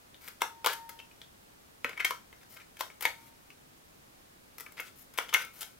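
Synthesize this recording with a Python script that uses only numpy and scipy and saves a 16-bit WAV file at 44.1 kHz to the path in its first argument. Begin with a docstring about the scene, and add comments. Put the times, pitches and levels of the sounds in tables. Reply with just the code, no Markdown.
"""A small room, close to a stereo microphone: batteries are pressed one by one into a plastic remote.
Each cell scrapes along the case, snaps past its metal contact and knocks into its seat; every blow and
every tiny slip rings the damped modes of the case. A coil spring sings on after some snaps.
In between, loose cells clink and fingers rub and bump the case, over a faint rumble and hiss."""
import sys
import numpy as np
from scipy import signal
from scipy.fft import rfft, irfft, next_fast_len
from scipy.io import wavfile

SR = 44100
rng = np.random.default_rng(int(sys.argv[2]) if len(sys.argv) > 2 else 0)


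def wrap_up_sound(samples):
    """Save the sound to the file named by the first command line argument, as 16-bit audio."""
    columns = np.atleast_2d(samples).T
    # keep every value between -1 and 1, then stretch to whole-number steps
    tamed = np.clip(columns, -1, 1)
    steps = np.round(tamed * 32767).astype(np.int16)
    wavfile.write(sys.argv[1], SR, steps)


N = 255339
TAIL = 16384  # samples of room decay
FAMILIES = ["thud", "shell", "contact", "snap", "tick"]  # the layers of a touch, low to high
EDGE_TILT = 0.28  # dB/octave of tick brightness per dB of edge


# a knock's mix: level/dB per family
KNOCK_MIX = [-12.5, 0, -7, -8, -5.5]
# seating knocks, and one short sharp snap at 5.3405 s: t/s, level/dB, edge/dB, metal/dB, rise/s, ring factor,
# shell focus/Hz
KNOCKS = [(0.4185, -23.5, 0, -3, 0.00025, 0.58, 1040), (0.6444, -30, 1.5, 0.5, 0.003, 1.4, 980),
          (0.661, -24.5, 6, 0, 0.00068, 0.75, 990), (0.6696, -24.5, 2, -2.5, 0.00032, 0.89, 1100),
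          (2.107, -29, -2, -2.5, .0006, 0.97, 1060), (2.8079, -30, 2.5, -3.5, 0.00075, 0.92, 1040),
          (5.186, -27, 0.5, 6.5, 0.00034, 0.64, 1010), (5.327, -35, -2.5, 3.5, .0015, 2.5, 1160),
          (5.3405, -32, 14, 4.5, 0.00023, 0.22, 1310), (5.361, -32.5, -12, -5, .0005, 2.2, 1500)]
def knocks():
    """A cell drops into its seat: a hollow blow in the plastic shell, at times catching a contact too. One row
    is a short, sharp snap that dies almost at once."""
    for s, db, edge_db, metal_db, rise_s, ring, shell_hz in KNOCKS:
        mix_db = family_levels(KNOCK_MIX, db, edge_db, metal_db=metal_db)
        yield s, blow(mix_db, tilt_db=-1.7, rise_s=rise_s, ring=ring, pitch=0.9986, shell_hz=shell_hz)


# a clack's mix: level/dB per family
CLACK_MIX = [-20.5, -10, -.5, -10, -10]
# clacks on metal: t/s, level/dB, edge/dB, weight/dB, rise/s, shell focus/Hz
CLACKS = [(0.278, -46, 9, 5, 0.00051, 1180), (1.8448, -26.5, -3, 9, 0.0006, 1190),
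          (1.893, -41, 4.5, 11, 0.00045, 1300), (1.91, -44.5, -8, 10, .0005, 1340),
          (1.931, -45.5, -3, 6, .0005, 1390), (1.975, -35.5, -4, -3, .0023, 1250),
          (2.0022, -28, -5, -19, 0.00045, 1440), (2.006, -30.5, -2, -7, 0.0013, 1450),
          (2.0461, -21, 4.5, -19, 0.016, 1430), (2.327, -51.5, 2, 11, 0.0017, 1110),
          (2.769, -53, 10.5, -9, .001, 1370), (2.901, -47.5, -3, 7, 0.00057, 1200),
          (3.0527, -20, 1.5, 3, 0.00031, 990), (4.663, -43.5, -4, 2, 0.0022, 1270),
          (4.7973, -34, -4, 5.5, 0.00066, 1330), (5.1753, -40, 1, -13, 0.00054, 1080),
          (5.337, -35, 10, -3, 0.00055, 1280), (5.344, -18.5, 1, -2.5, 0.0011, 1410)]
def clacks():
    """The end of a cell hits a contact plate: a hard blow, strongest in the mids."""
    for s, db, edge_db, weight_db, rise_s, shell_hz in CLACKS:
        mix_db = family_levels(CLACK_MIX, db, edge_db, weight_db)
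        tilt_db = -3.5 + EDGE_TILT * edge_db
        yield s, blow(mix_db, tilt_db, rise_s, ring=1, pitch=1, shell_hz=shell_hz)


# a rim tick's mix: level/dB per family
TICK_MIX = [-17, -8, -7.5, -11.5, 1]
# rim ticks: t/s, level/dB, rise/s
RIM_TICKS = [(.283, -43.5, 0.00034), (.7315, -36.5, .0009), (.891, -41.5, .006), (3.008, -38, .0015),
             (3.024, -33, 0.00068), (4.5825, -43.5, 0.00044), (4.5986, -44.5, .0005),
             (4.6065, -41.5, 0.00044), (4.721, -52.5, .0005), (4.801, -40.5, 0.00092),
             (5.138, -52, 0.00046), (5.448, -46.5, 0.00055)]
def rim_ticks():
    """A cell's rim skips over a plastic edge: light, bright blows that hardly move the case."""
    for s, db, rise_s in RIM_TICKS:
        mix_db = family_levels(TICK_MIX, db)
        yield s, blow(mix_db, tilt_db=2.5, rise_s=rise_s, ring=1.23, pitch=0.95, shell_hz=1280)


# a clink's mix: level/dB per family
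CLINK_MIX = [-26, -20, -14, -0.5, -7]
# cell on cell: t/s, level/dB, rise/s, ring factor, pitch factor
CLINKS = [(0.1439, -52.5, 0.0004, 1, 1.06), (0.9894, -45.5, .006, 0.89, 1), (.999, -45.5, .004, 1, 0.85),
          (1.112, -56, .003, 1, 0.79), (1.216, -44.5, .0006, 0.68, 1.14), (3.503, -50, 0.0011, 1, 0.8),
          (5.29, -44, .003, 1, 1.05)]
def clinks():
    """Loose cells tap together in the hand; each pair rings at its own pitch."""
    for s, db, rise_s, ring, pitch in CLINKS:
        mix_db = family_levels(CLINK_MIX, db)
        yield s, blow(mix_db, tilt_db=-5.5, rise_s=rise_s, ring=ring, pitch=pitch, shell_hz=1300)


# a slide's mix: level/dB per family
SLIDE_MIX = [-16, -3.5, -4, -2, 2]
# slides on plastic: start/s, end/s, level/dB, edge/dB
SLIDES = [(.405, .42, -39.5, -5), (.675, .704, -40.5, -16), (.691, .741, -49, 0), (2.072, 2.104, -56, -8),
          (2.789, 2.808, -51.5, 5.5), (5.14, 5.165, -61, -8), (5.175, 5.183, -47, 9.5),
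          (5.383, 5.432, -47, -3), (5.605, 5.622, -54, 12), (5.615, 5.632, -49, 4.5)]
def slides():
    """A cell slides along the plastic trough with a broad rasp."""
    return strokes(SLIDES, SLIDE_MIX, tilt_db=-1.5, shell_hz=1330)


# a grind's mix: level/dB per family
GRIND_MIX = [-27.5, -11, -3.5, -13.5, -8.5]
# grinds on metal: start/s, end/s, level/dB, edge/dB
GRINDS = [(1.968, 1.978, -46, -11), (1.994, 2.002, -33, -4.5), (2.41, 2.438, -62, 6),
          (2.558, 2.575, -51.5, 4.5), (2.596, 2.622, -53.5, 1), (3.018, 3.051, -41, 2),
          (4.767, 4.794, -45, 0), (4.82, 4.891, -59.5, 9), (5.282, 5.299, -48, 5)]
def grinds():
    """The end of a cell drags over a contact with a gritty midrange."""
    return strokes(GRINDS, GRIND_MIX, tilt_db=-4.5, shell_hz=1380)


# a rub's mix: level/dB per family
RUB_MIX = [-24.5, -13.5, -10.5, -16, 1]
# finger rubs: start/s, end/s, level/dB, edge/dB
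RUBS = [(.205, .295, -52.5, -3.5), (2.488, 2.556, -60, 2.5), (3.16, 3.3, -60.5, -4.5),
        (4.951, 5.032, -67.5, 9.5), (5.531, 5.606, -57.5, 1.5)]
def rubs():
    """A fingertip brushes the case, thin and airy."""
    return strokes(RUBS, RUB_MIX, tilt_db=2.0, shell_hz=1250)


# how far edge, weight and metal push the mix: share per family
EDGE_SHARE = [0, 0, 0, .6, 1]
WEIGHT_SHARE = [1, .3, 0, 0, 0]
METAL_SHARE = [0, 0, .8, 1, 0]
def family_levels(mix_db, db, edge_db=0, weight_db=0, metal_db=0):
    """A sharp edge feeds the highs, weight behind the cell the lows, touching metal the mids."""
    push_db = np.dot([edge_db, weight_db, metal_db], [EDGE_SHARE, WEIGHT_SHARE, METAL_SHARE])
    return db + np.array(mix_db) + push_db


# modes of the loaded case: f/Hz, level/dB, t60/s, family
CASE_MODES = [(423, -11, 0.034, "thud"), (495.5, 1, 0.027, "thud"), (600, -2, 0.022, "thud"),
              (931, -4, 0.033, "shell"), (1037, -1.5, 0.028, "shell"), (1289, -3.5, 0.025, "shell"),
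              (1408, -3, 0.023, "shell"), (1540, -7, 0.035, "shell"), (1793, -6.5, 0.018, "contact"),
              (2000, -7.5, 0.021, "contact"), (2211, 1, 0.024, "contact"), (2482, -3, 0.014, "contact"),
              (2682, -3, 0.012, "snap"), (2950, -3.5, 0.016, "snap"), (3210, -5.5, 0.021, "snap"),
              (3612, -3.5, .014, "snap")]
# dense top modes of the metal contacts: f/Hz, level/dB
TICK_SPECTRUM = [(2200, -2), (3300, -1.5), (4000, 1.5), (5500, 2), (7000, -1), (9000, -1), (11000, 3),
                 (13500, 5), (15500, -0.5), (17000, -6)]
def case_ring(tilt_db, rise_s, ring, pitch, shell_hz, detune=0.024, uneven_db=2, tick_t60=0.023):
    """The struck case rings in five families of equal energy: family x channel x time."""
    t = np.arange(TAIL // 4) / SR
    layers = np.zeros((len(FAMILIES), 2, len(t)))
    for hz, db, t60, family in CASE_MODES:
        shift, strength = rng.standard_normal(2)  # grip and point of impact vary from blow to blow
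        cycles = hz * pitch * (1 + detune * shift) * t
        build_up = 1 - np.exp(-2 * cycles)  # a mode needs half a cycle to build
        wave = np.sin(2 * np.pi * (cycles + rng.random())) * build_up
        if family == "shell":  # the point of impact favours the modes near shell_hz
            db -= 15 * abs(np.log2(hz / shell_hz))
        layers[FAMILIES.index(family)] += amp(db + uneven_db * strength - 60 * t / (t60 * ring)) * wave
    tilted = [(hz, db + tilt_db * np.log2(hz)) for hz, db in TICK_SPECTRUM]
    sizzle = coloured(noise_pair(len(t), likeness=[(1, 0.86)]), tilted)
    layers[-1] = sizzle * amp(-60 * t / (tick_t60 * ring))
    layers *= 1 - np.exp(-t / max(rise_s, 1 / SR))
    return layers / np.sqrt(energy(layers))


def blow(mix_db, tilt_db, rise_s, ring, pitch, shell_hz):
    """One strike rings all families; each level is an rms as if packed into 5 ms."""
    layers = case_ring(tilt_db, rise_s, ring, pitch, shell_hz)
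    return np.tensordot(amp(mix_db), layers, 1) * np.sqrt(0.005 * SR)


def scrape(length_s, mix_db, tilt_db, shell_hz, slips_per_s=1200, grit_db=4.5, swell_db=7, points=4):
    """Under growing force, tiny uneven slips at several contact points keep the case ringing."""
    size = round(length_s * SR)
    force = signal.windows.tukey(size, 0.21) * amp(swell_db * np.linspace(0, 1, size))
    layers = 0
    for _ in range(points):
        chance, strength, direction = rng.random((3, size))
        grit = amp(grit_db * np.minimum(-np.log(strength), 4))
        slips = (chance < slips_per_s / SR) * grit * np.sign(direction - 0.5)
        body = case_ring(tilt_db, rise_s=0, ring=0.7, pitch=0.99, shell_hz=shell_hz)
        layers += signal.fftconvolve(body, (slips * force)[None, None], axes=2)
    layers /= np.sqrt(energy(layers) / size + 1e-20)
    return np.tensordot(amp(mix_db), layers, 1)


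def strokes(rows, mix_db, tilt_db, shell_hz):
    """Scrapes of one kind; the sharper the edge, the brighter the grit."""
    for start, end, db, edge_db in rows:
        levels_db = family_levels(mix_db, db, edge_db)
        yield start, scrape(end - start, levels_db, tilt_db + EDGE_TILT * edge_db, shell_hz)


# modes of a coil spring and of a stiffer, compressed one: f/Hz, level/dB, t60/s, split/Hz
COIL_MODES = [(917, 0.5, 0.71, 1.76), (1830, -21, 0.96, 1.4), (1690, -3, 0.3, 8.5), (2616, -27, .35, 3)]
STIFF_MODES = [(1330, -8.5, 0.38, 3.6), (1510, -3, .29, 4.8), (2190, -3, 0.35, 15), (2328, -10, 0.32, 3.6),
               (2457, -5, 0.28, 2.3)]
# their plucks: t/s, level/dB
COIL_PLUCKS = [(0.42, -39), (.668, -31), (3.053, -44)]
STIFF_PLUCKS = [(3.053, -40), (4.797, -49), (5.344, -27), (5.615, -47)]
def spring(modes, plucks):
    """A coil swings in two planes of nearly equal pitch, so its ring swells before it dies."""
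    t = np.arange(SR) / SR
    ring, track = np.zeros(SR), np.zeros((2, N))
    for hz, db, t60, split_hz in modes:
        beating = np.sin(np.pi * split_hz * t)
        ring += amp(db - 60 * t / t60) * beating * np.sin(2 * np.pi * hz * t)
    for s, db in plucks:
        add(track, s, amp(db) * np.array([ring, ring]))
    return microphones(track, DIFFUSE_BALANCE)


# soft hand bumps: t/s, level/dB, f/Hz, t60/s
BUMPS = [(1.8458, -37, 263, 0.034), (2.1077, -48.5, 210, 0.058), (5.1861, -48, 230, .04),
         (5.344, -55, 226, 0.036)]
def bumps():
    """The whole remote gives a short low note against the hand."""
    t = np.arange(TAIL // 2) / SR
    for s, db, hz, t60 in BUMPS:
        note = amp(db - 60 * t / t60) * np.sin(2 * np.pi * hz * t)
        yield s, np.array([note, note])


# echo colour, against the direct sound: f/Hz, level/dB
ROOM_COLOUR = [(150, -8), (480, -4.5), (750, 1), (1000, -10), (1350, 3.5), (1700, 0), (2200, -5.5),
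               (3200, -2), (5500, -1), (8000, -3), (14000, -6.5)]
# echo decay: f/Hz, t60/s
ROOM_T60 = [(200, 0.26), (600, 0.24), (1500, 0.22), (4500, 0.27), (13000, 0.28)]
# echo width: f/Hz, left-right likeness
ROOM_LIKENESS = [(200, 0.69), (1000, 0.76), (2200, 0.38), (5000, 0.099), (14000, .2)]
# panning of the direct sound, and of echoes and springs: f/Hz, left minus right/dB
DIRECT_BALANCE = [(100, -5), (500, 3.5), (1000, 3), (2200, 4), (5000, 5.5), (8000, 7), (13000, 9.5)]
DIFFUSE_BALANCE = [(100, -9), (1000, 4), (2200, 2.5), (6000, 5), (14000, 6.5)]
def in_room(events, first_echo_s=0.0021):
    """Each touch sounds directly and with its own diffuse echoes, as the remote moves in the hand."""
    track = np.zeros((2, N))
    onset = np.clip(np.arange(TAIL) / SR / first_echo_s - 0.5, 0, 1)
    for s, sound in events:
        hz, t, bands = signal.stft(noise_pair(TAIL, ROOM_LIKENESS), SR, nperseg=256)
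        t60 = curve(ROOM_T60, hz)[:, None]
        decay = amp(curve(ROOM_COLOUR, hz)[:, None] - 60 * t / t60)
        unit_energy = np.sqrt(2 * np.log(1000) / (t60 * SR))
        tail = signal.istft(bands * decay * unit_energy, SR, nperseg=256)[1][:, :TAIL]
        echoes = signal.fftconvolve(sound[:1], tail * onset, axes=1)
        direct = np.pad(sound, ((0, 0), (0, TAIL - 1)))
        add(track, s, microphones(direct, DIRECT_BALANCE) + microphones(echoes, DIFFUSE_BALANCE))
    return track


# phase between the capsules: f/Hz, left lead/rad
LEFT_LEAD = [(100, -5), (500, 0.87), (1000, -1.2), (2200, -0.53), (5000, -0.7), (14000, -1)]
def microphones(x, balance):
    """The two capsules hear the remote with different level and phase."""
    size = next_fast_len(x.shape[1] + TAIL)
    hz = np.fft.rfftfreq(size, 1 / SR)
    right = amp(-curve(balance, hz)) * np.exp(-1j * curve(LEFT_LEAD, hz))
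    equal_power = np.sqrt(2 / (1 + abs(right) ** 2))
    pair = np.array([np.ones(len(hz)), right]) * equal_power
    return irfft(rfft(x, size) * pair, size)[:, :x.shape[1]]


# noise bed, centre and sides: f/Hz, level/dB
HISS_MID = [(10, -14), (20, -3.5), (50, -0.5), (110, -0.5), (250, -2), (500, -7.5), (1000, -10.5),
            (2500, -14.5), (6000, -17.5), (15500, -19.5), (17000, -27)]
HISS_SIDE = [(10, -32), (20, -22), (50, -8), (110, -4.5), (250, 0.5), (500, 0.5), (1000, -1.5),
             (2500, -8.5), (6000, -13.5), (15500, -16.5), (17000, -27)]
def hiss(mid_db=-61.5, side_db=-60.5):
    """Steady room rumble and microphone hiss."""
    mid = amp(mid_db) * unit_rms(coloured(rng.standard_normal(N), HISS_MID))
    side = amp(side_db) * unit_rms(coloured(rng.standard_normal(N), HISS_SIDE))
    return np.array([mid + side, mid - side])


def amp(db):
    return 10 ** (np.asarray(db) / 20)


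def unit_rms(x):
    return x / np.sqrt(np.mean(x ** 2) + 1e-20)


def energy(layers):
    """Energy of each family, averaged over the channels."""
    return (layers ** 2).mean(1).sum(1)[:, None, None]


def curve(points, hz):
    """Reads a table on a log-frequency axis."""
    f, value = np.transpose(points)
    return np.interp(np.log(hz + 1), np.log(f + 1), value)


def add(track, s, sound):
    """Adds a stereo sound at time s."""
    part = track[:, round(s * SR):][:, :sound.shape[1]]
    part += sound[:, :part.shape[1]]


def coloured(x, points):
    """Shapes x by a dB spectrum."""
    hz = np.fft.rfftfreq(x.shape[-1], 1 / SR)
    return irfft(rfft(x) * amp(curve(points, hz)), x.shape[-1])


def noise_pair(size, likeness):
    """White noise on two channels, alike by the given amount at each frequency."""
    left, other = rfft(rng.standard_normal((2, size)))
    same = curve(likeness, np.fft.rfftfreq(size, 1 / SR))
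    right = same * left + np.sqrt(1 - same ** 2) * other
    return irfft(np.array([left, right]), size)


# the small case radiates little bass: f/Hz, level/dB
RADIATION = [(40, -34), (150, -15), (300, -3.5), (450, 0)]
def scene():
    """Blows, scrapes and bumps in the room, with the springs and the noise bed."""
    touches = [*knocks(), *clacks(), *rim_ticks(), *clinks(), *slides(), *grinds(), *rubs()]
    case = coloured(in_room(touches), RADIATION)
    springs = spring(COIL_MODES, COIL_PLUCKS) + spring(STIFF_MODES, STIFF_PLUCKS)
    return case + springs + in_room(bumps()) + hiss()


def record(dry):
    """A steep low-pass trims the very top."""
    lowpass = signal.firwin(255, 16050, window=("kaiser", 8), fs=SR)
    return signal.oaconvolve(dry, lowpass[None], "same")


dry = scene()
out = record(dry)
wrap_up_sound(out)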